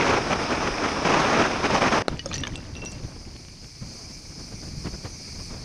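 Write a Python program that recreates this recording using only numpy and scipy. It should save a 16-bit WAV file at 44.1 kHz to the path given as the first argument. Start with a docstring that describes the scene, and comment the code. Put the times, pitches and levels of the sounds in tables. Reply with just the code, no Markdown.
"""A gas torch roars against a glass bottle on a stone slab outdoors: turbulent noise shaped in frequency,
with jet hiss coloured by burner tube and bottle. The sound drops abruptly, the bottle bursts as an N-shaped
pressure wave, and its shards ring as damped modes while crumbs, drips and splinters tick on the stone.
The freed flame flutters in puffs of low noise under the hiss of the nozzle."""
import sys
import numpy as np
from scipy import signal
from scipy.fft import rfft, irfft, next_fast_len
from scipy.io import wavfile
from scipy.ndimage import uniform_filter1d, map_coordinates

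SR = 44100
rng = np.random.default_rng(int(sys.argv[2]) if len(sys.argv) > 2 else 0)


def store_wav(level_fs):
    """Save 16-bit WAV to argv[1]."""
    pcm = np.round(np.clip(np.atleast_2d(level_fs), -1, 1) * 32767)
    wavfile.write(sys.argv[1], SR, pcm.T.astype(np.int16))


def ratio(d):
    """dB to gain"""
    e = np.asarray(d, float) / 20
    return 10 ** e


N = 248722  # length [samples]
DROP_S = 2.0225  # the whole sound drops abruptly here

# Spectrum of the roar on the glass: (frequency [Hz], relative density [dB per Hz])
ROAR = [(70, -12), (120, -6), (270, 0.5), (450, -1), (1260, -3.5), (1890, -12), (2480, -24.5),
        (3200, -22.5), (4210, -22.5), (6010, -20.5), (8000, -22.5), (11000, -30), (13000, -56)]
# Spectrum of the freed flame's puffs: (frequency [Hz], relative density [dB per Hz])
PUFF = [(150, 2), (300, 0), (700, -7.5), (1500, -15), (3000, -22.5), (5000, -28), (8000, -99)]
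# Spectrum of the low flutter: (frequency [Hz], relative density [dB per Hz])
RUMBLE = [(12, -39.5), (20, -3), (59, -2.5), (147, -4.5), (195, -11), (299, -14), (600, -41.5), (780, -58),
          (1320, -120)]
# Harsh upper part of the roar: (frequency [Hz], relative density [dB per Hz])
RASP = [(1000, -12), (1600, -2.5), (2500, 1.5), (3300, -8.5), (4500, -25), (7000, -40)]
# Spectrum of the jet hiss ahead of the tube: (frequency [Hz], relative density [dB per Hz])
HISS = [(300, -38), (800, -10), (1500, -14.5), (3500, -16), (3950, -11), (4350, -1), (6300, -5.5),
        (6900, -4), (7500, -8.5), (9500, -20.5), (12000, -15.5), (14300, 0)]
# Burner tube resonances on the hiss: (frequency [Hz], width [Hz], peak gain added to unity [dB])
TUBE = [(2320, 360, 15.5), (5020, 790, 7), (5960, 230, 4), (9260, 1410, 27), (10900, 400, 13),
        (13060, 380, 20)]
# The whole bottle reflects the hiss and colours it: (frequency [Hz], gain [dB])
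BOTTLE = [(300, -16), (3600, 18), (4450, -3.5), (5250, 5.5), (5700, 4.5), (6300, -6), (8000, 1.5),
          (12000, -5), (14300, -7)]

# Flame on the glass when calm: (roar level [dB], low flutter level [dB], hiss level [dB])
CALM = (-29, -37.5, -41.5)
# After the whole sound drops, until the burst: (roar level [dB], low flutter level [dB], hiss level [dB])
DROPPED = (-47.5, -63, -59.5)
# The flame catches the glass harder: (start [s], length [s], roar above calm [dB])
SURGES = [(-.05, .236, 7.5), (.3, .04, 6), (.5, .055, 5), (.6, .06, 2.5), (.668, .018, 6), (.83, .04, 5.5),
          (.876, .018, 6), (1.048, .425, 8), (1.5, .09, 2.5), (1.635, .035, 8), (1.7, .09, 8),
          (1.81, .08, 8.5), (1.92, .07, 9), (2.008, .03, 5)]
SURGE_EDGE_S = .012
FLUTTER_FOLLOWS, HISS_FOLLOWS, RASP_GROWS = 0.085, 0.12, 1.24  # dB of each per dB of roar
# Freed flame between puffs: (time [s], roar level [dB], low flutter level [dB], hiss level [dB])
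FREED = [(2.085, -38, -37, -50), (2.2, -51, -41, -49.5), (2.4, -44.5, -36.5, -50.5),
         (2.9, -49, -39.5, -48.5), (3.3, -53, -42.5, -47.5), (3.55, -59, -46.5, -47.5),
         (3.79, -58.5, -48, -45), (3.87, -50.5, -42.5, -44), (4.25, -56, -43, -44), (4.7, -52, -38, -42.5),
         (5.2, -54.5, -42.5, -42.5), (5.5, -54, -40.5, -42), (5.64, -49, -40, -44)]
# Puffs as the freed flame flaps: (middle [s], length [s], roar level [dB], low flutter level [dB])
PUFFS = [(2.134, 0.097, -39.5, -28.5), (2.269, 0.045, -47, -32.5), (2.332, 0.17, -42, -36),
         (2.419, 0.052, -49, -29.5), (2.848, .1, -54, -37), (3.05, 0.065, -46, -33.5),
         (3.273, 0.039, -53, -33), (3.361, 0.039, -51, -37), (3.642, 0.14, -54, -42),
         (3.83, 0.064, -48.5, -33), (4.11, .05, -46, -34), (4.4, .07, -47, -34), (4.527, 0.11, -49, -36.5),
         (4.636, 0.037, -42, -37), (4.684, 0.049, -52, -38), (4.784, 0.037, -60, -35),
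         (4.867, 0.069, -34.5, -28), (4.943, 0.069, -45.5, -30), (5.06, 0.079, -37.5, -35),
         (5.285, 0.032, -57, -40), (5.405, 0.086, -45.5, -35), (5.537, 0.14, -44.5, -39)]

# Pressure wave of the burst, one row: (time [s], level [dB], length [s])
BURST = (2.0822, -6.5, .0013)
# Modes that ring in the burst: (frequency [Hz], level [dB], decay by 60 dB [s])
BURST_RING = [(700, -20, .006), (1355, -19.5, 0.011), (4020, -11.5, 0.0066), (5540, -23, .004),
              (8200, -13, 0.0073), (10670, -35, .004), (14180, -51, .003)]
# Modes of each piece of glass: (frequency [Hz], relative level [dB], decay by 60 dB [s])
PIECES = { "sliver": [(2714, -1, 0.19), (5810, -4, 0.14)], "plate": [(1910, -7, 0.067), (2930, -2.5, 0.064),
          (4560, -6.5, 0.018), (5900, -20, 0.028)], "neck": [(547, 7.5, 0.064), (1250, -2, 0.031),
          (3450, -16, .03), (5365, -5, 0.024), (6600, -1, 0.017), (8700, -8.5, .04)],
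          "chip": [(3520, -3, 0.046), (6950, 5, 0.035)], "curve": [(1210, 12, 0.025), (2460, 5, 0.042),
          (4220, -7, 0.069), (5450, -19, .06)], "label": [(1870, -5, 0.05), (4460, 1, 0.029),
          (5960, 2.5, 0.032), (6400, -12, 0.025)], "shoulder": [(1210, -6, 0.025), (1750, -0.5, 0.033),
          (2910, 9, 0.022), (3570, 8.5, 0.031), (5400, -30, .02), (6240, -1, 0.026)],
          "base": [(980, -2, .03), (1670, 2, 0.036), (2284, 8.5, 0.029), (3160, 7, 0.033),
          (6350, -30, 0.036)], }
# Landings of each piece: (time [s], relative level [dB], brightness [dB per octave], crack over ring [dB])
LANDINGS = { "sliver": [(2.3805, -28.5, 11, 17), (2.4349, -42, 8, -2), (2.5536, -29, -11, 4),
            (2.7516, -31, -10, -3), (2.7654, -29, 0.5, -4), (2.818, -24, -14, -14), (2.8579, -23, 7, 5),
            (2.9114, -52, 4, -6), (2.9244, -35.5, -8, -3), (2.9744, -46, -10, 10)],
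            "plate": [(2.1929, -13.5, 9, -15)], "neck": [(2.2589, -13.5, 3.1, -11), (2.303, -32, 1, -17)],
            "chip": [(2.2897, -32, 9, -13)], "curve": [(2.3131, -24, 3.5, -7.5)],
            "label": [(2.3385, -19.5, -10, -14), (2.3415, -20, 7.5, 8), (2.351, -30, 3, 0),
            (2.358, -19, -3, 0)], "shoulder": [(2.4349, -18, -4.5, -7), (2.4504, -33, -12, -10)],
            "base": [(2.47, -25, -3.7, 9)], }
# Crumbs that tick: (time [s], level [dB], colour [Hz])
TICKS = [(2.171, -29, 2400), (2.175, -24, 7400), (2.328, -20, 3400), (2.333, -16, 3620), (2.333, -17, 6600),
         (2.355, -12, 7500), (2.367, -14, 7160), (2.407, -15, 8000), (2.477, -17.5, 6400),
         (2.557, -17.5, 3450), (2.557, -15, 8000), (2.562, -14, 8200), (2.577, -22, 8000),
         (2.753, -25.5, 3770), (2.851, -12, 7900), (2.859, -27, 3970), (2.918, -17, 7700),
         (2.922, -16, 7700), (3.99, -25, 7450)]
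TICK_T60_S = 0.0046
# Spilled liquid drips on the stone: (time [s], level [dB])
DRIPS = [(2.874, -24), (2.91, -36), (2.984, -23), (3.037, -25), (3.055, -30), (3.159, -29), (3.364, -18.5),
         (3.45, -24), (3.485, -21.5), (3.645, -22), (3.753, -29)]
DRIP_HZ, DRIP_T60_S = 2890, 0.00085
# Shower of splinters, least level: (time [s], level [dB])
SHOWER = [(2.09, -48), (2.3, -45), (2.345, -29.5), (2.44, -40), (2.9, -49), (3.801, -53)]
# Echoes off the stones: (delay [s], level [dB])
STONE = [(.0007, -34), (.0017, -25), (.0046, -22.5), (.0083, -31)]
# Response of the microphone port: (frequency [Hz], gain [dB])
MIC = [(10, -0.5), (6400, -0.5), (6950, -12), (8200, -16.5), (9500, -16), (11500, -18.5), (14200, -38),
       (16000, -64)]


def torch():
    """Turbulent noise: burning roars on the glass, then puffs freely; the jet hisses through resonances."""
    t = np.arange(N) / SR
    before_drop = t < DROP_S
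    roar_gain, flutter_gain, hiss_gain = flame_levels(t)

    on_glass = rush(lambda hz: gains(ROAR, hz), (300, 1800), patchy_db=0.62, lumpy_db=1.5, rate=90)
    puffs = rush(lambda hz: gains(PUFF, hz), (350, 1400), patchy_db=0.8, lumpy_db=2.54, rate=70)
    roar = np.where(before_drop, on_glass, puffs)

    free_hiss = rush(lambda hz: gains(HISS, hz) * tube_resonances(hz), (4300, 6800),
                     patchy_db=1.3, lumpy_db=0.8, rate=14)
    bottle_hiss = filtered(free_hiss, lambda hz: gains(BOTTLE, hz))
    hiss = np.where(before_drop, bottle_hiss, free_hiss)

    flutter = rush(lambda hz: gains(RUMBLE, hz), (25, 300), patchy_db=1.1, lumpy_db=1.4, rate=25)
    rasp = rush(lambda hz: gains(RASP, hz), (1500, 3300), patchy_db=-0.75, lumpy_db=3.5, rate=270)
    # the rasp grows faster than the roar
    rasp_gain = before_drop * ratio(-39.5) * (roar_gain / ratio(CALM[0])) ** RASP_GROWS
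    return rasp_gain * rasp + roar_gain * roar + hiss_gain * hiss + flutter_gain * flutter


def tube_resonances(hz):
    """Resonance: each tube mode adds a Lorentzian peak to a flat response."""
    peaks = [ratio(db) / (1 + ((hz - centre) / (width / 2)) ** 2) for centre, width, db in TUBE]
    return 1 + sum(peaks)


def flame_levels(t):
    """Amplitude modulation: surges on the glass, an abrupt drop, then puffs adding in power to a drift."""
    def edge(since):
        return np.clip(since / SURGE_EDGE_S + .5, 0, 1)

    surge_db = 0.26 * wobble(39.37)
    for start, length, db in SURGES:
        surge_db = surge_db + db * edge(t - start) * edge(start + length - t)
    pressed = ratio(np.outer([1, FLUTTER_FOLLOWS, HISS_FOLLOWS], surge_db) + np.c_[CALM].T)

    s, *levels = np.transpose(FREED)
    power = ratio([np.interp(t, s, level) for level in levels]) ** 2
    for middle, length, *puff_db in PUFFS:
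        swell = np.cos(np.pi * np.clip((t - middle) / length, -.5, .5)) ** 2
        power[:2] += (ratio(puff_db)[:, None] * swell) ** 2  # roar and flutter only

    after_drop = np.where(t < BURST[0], ratio(DROPPED)[:, None], np.sqrt(power))
    return np.where(t < DROP_S, pressed, after_drop)


def burst():
    """Shock radiation: released vapour makes an N-shaped pressure wave; the parting glass rings briefly."""
    s, db, length = BURST
    track, t = np.zeros(N), np.arange(SR // 20) / SR
    wave = np.where(t < length, 1 - 2.0 * t / length, 0)
    rounded = np.convolve(wave, unit(np.hanning(9)) / 6.4)[:len(t)]
    noise = ratio(-14.5 - 60 * t / 0.0043) * rng.standard_normal(len(t))
    spray = np.convolve(noise, [.4, .7, .4])[:len(t)]
    add(track, s, ratio(db) * rounded + ring(BURST_RING, t, 0) + spray)
    return track


def shards():
    """Modal impact: each landing cracks and rings its piece; crumbs and drips are single short modes."""
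    track, t = np.zeros(N), np.arange(SR // 4) / SR
    for piece, rows in LANDINGS.items():
        stops = [row[0] for row in rows[1:]] + [np.inf]  # the next contact damps the old ring
        for (s, db, tilt_db, crack_db), stop in zip(rows, stops):
            # the piece rattles against the stone for a few ms, roughening its ring
            rattle = unit(uniform_filter1d(rng.standard_normal(len(t)), size=40))
            chatter = 1 + 0.74 * rattle * np.exp(-t / 0.004)
            onset = 1 - np.exp(-t / 0.00062)
            ringing = ring(PIECES[piece], t, tilt_db) * chatter * (s + t < stop) * onset
            noise = np.convolve(rng.standard_normal(len(t)), [.7, .3, -.6])[:len(t)]
            crack = noise * ratio(crack_db - 60 * t / 0.008)
            add(track, s, ratio(db - 8.0) * (ringing + crack))

    soft_onset = 1 - np.exp(-t / 0.00006)
    crumbs = [(s, hz, db, TICK_T60_S) for s, db, hz in TICKS]
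    drips = [(s, DRIP_HZ, db, DRIP_T60_S) for s, db in DRIPS]
    for s, *mode in crumbs + drips:
        add(track, s, ring([mode], t, 0) * soft_onset)
    return track


def splinters(count=1200):
    """Random superposition: many tiny pieces land by chance, each a few damped cycles."""
    s, db = np.transpose(SHOWER)
    when, pitch, size, life = rng.random((count, 4)).T
    when = s[0] + (s[-1] - s[0]) * when ** 1.6  # denser early on
    hz = 1800 * 4.5 ** pitch
    t60 = (2.0 + 22 * life ** 2) / hz  # 2 to 24 cycles
    level_db = np.interp(when, s, db) + 9 * size ** 3
    t = np.arange(400) / SR
    decay = ratio(level_db[:, None] - 60 * t / t60[:, None])
    grains = decay * np.sin(2 * np.pi * hz[:, None] * t)
    at = np.round(when * SR).astype(int)[:, None] + np.arange(len(t))
    return np.bincount(at.ravel(), grains.ravel(), N)[:N]


def stone_echoes(glass):
    """Specular reflection: the stones return delayed, weaker copies of the glass sounds."""
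    return sum(ratio(db) * np.roll(glass, round(delay * SR)) for delay, db in STONE)


def rush(response, band, patchy_db, lumpy_db, rate):
    """Turbulence as noise uneven in time and frequency, shaped by a response, with rms 1 in the band [Hz]."""
    lumpy = rng.standard_normal(N) * ratio(lumpy_db * wobble(rate))
    z = signal.stft(lumpy, nperseg=512)[2]
    field = uniform_filter1d(rng.standard_normal(z.shape), size=8, axis=0)
    field = uniform_filter1d(field, size=8, axis=1)
    patchy = signal.istft(z * ratio(patchy_db * unit(field)), nperseg=512)[1][:N]
    x = filtered(patchy, response)
    return x / np.std(filtered(x, lambda hz: (hz > band[0]) & (hz < band[1])))


def ring(modes, t, tilt_db):
    """Modal superposition: exponentially damped sines, tilted in dB per octave about 3 kHz."""
    total = 0
    for hz, db, t60 in modes:
        decay = ratio(db + tilt_db * np.log2(hz / 3000) - 60 * t / t60)
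        total = total + decay * np.sin(2 * np.pi * hz * t)
    return total


def wobble(rate):
    """Slow random modulation: a smooth curve through random knots, rate of them a second."""
    knots = rng.standard_normal(int(N * rate / SR) + 4)
    return map_coordinates(knots, [np.arange(N) * rate / SR])


def filtered(x, response):
    """Linear filtering: the spectrum of x times a response of frequency."""
    m = next_fast_len(N + 8192)
    return irfft(rfft(x, m) * response(np.fft.rfftfreq(m, 1 / SR)), m)[:N]


def gains(points, hz):
    """Frequency response: (Hz, dB) points joined on a log axis, -120 dB outside."""
    f, db = np.transpose(points)
    return ratio(np.interp(np.log(hz + 1), np.log(f + 1), db, left=-120, right=-120))


def unit(x):
    """Normalisation by mean power: scale to rms 1."""
    return x / np.sqrt(np.mean(x ** 2) + 1e-20)


def add(track, s, sound):
    """Linear superposition: mix a sound into the track at s seconds."""
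    track[round(s * SR):][:len(sound)] += sound


def scene():
    """Superposition of torch and glass, the glass with short echoes off the stones."""
    glass = shards() + burst() + splinters()
    return (torch() + glass + stone_echoes(glass))[None]


def low_pass(x):
    """Removes everything above the highest recorded frequency."""
    return signal.sosfilt(signal.butter(12, 14255, fs=SR, output="sos"), x)


def record(dry):
    """Low-pass response of the microphone port: the treble is lost."""
    heard = filtered(dry[0], lambda hz: gains(MIC, hz))
    return low_pass(heard[None])


dry = scene()
out = record(dry)
store_wav(out)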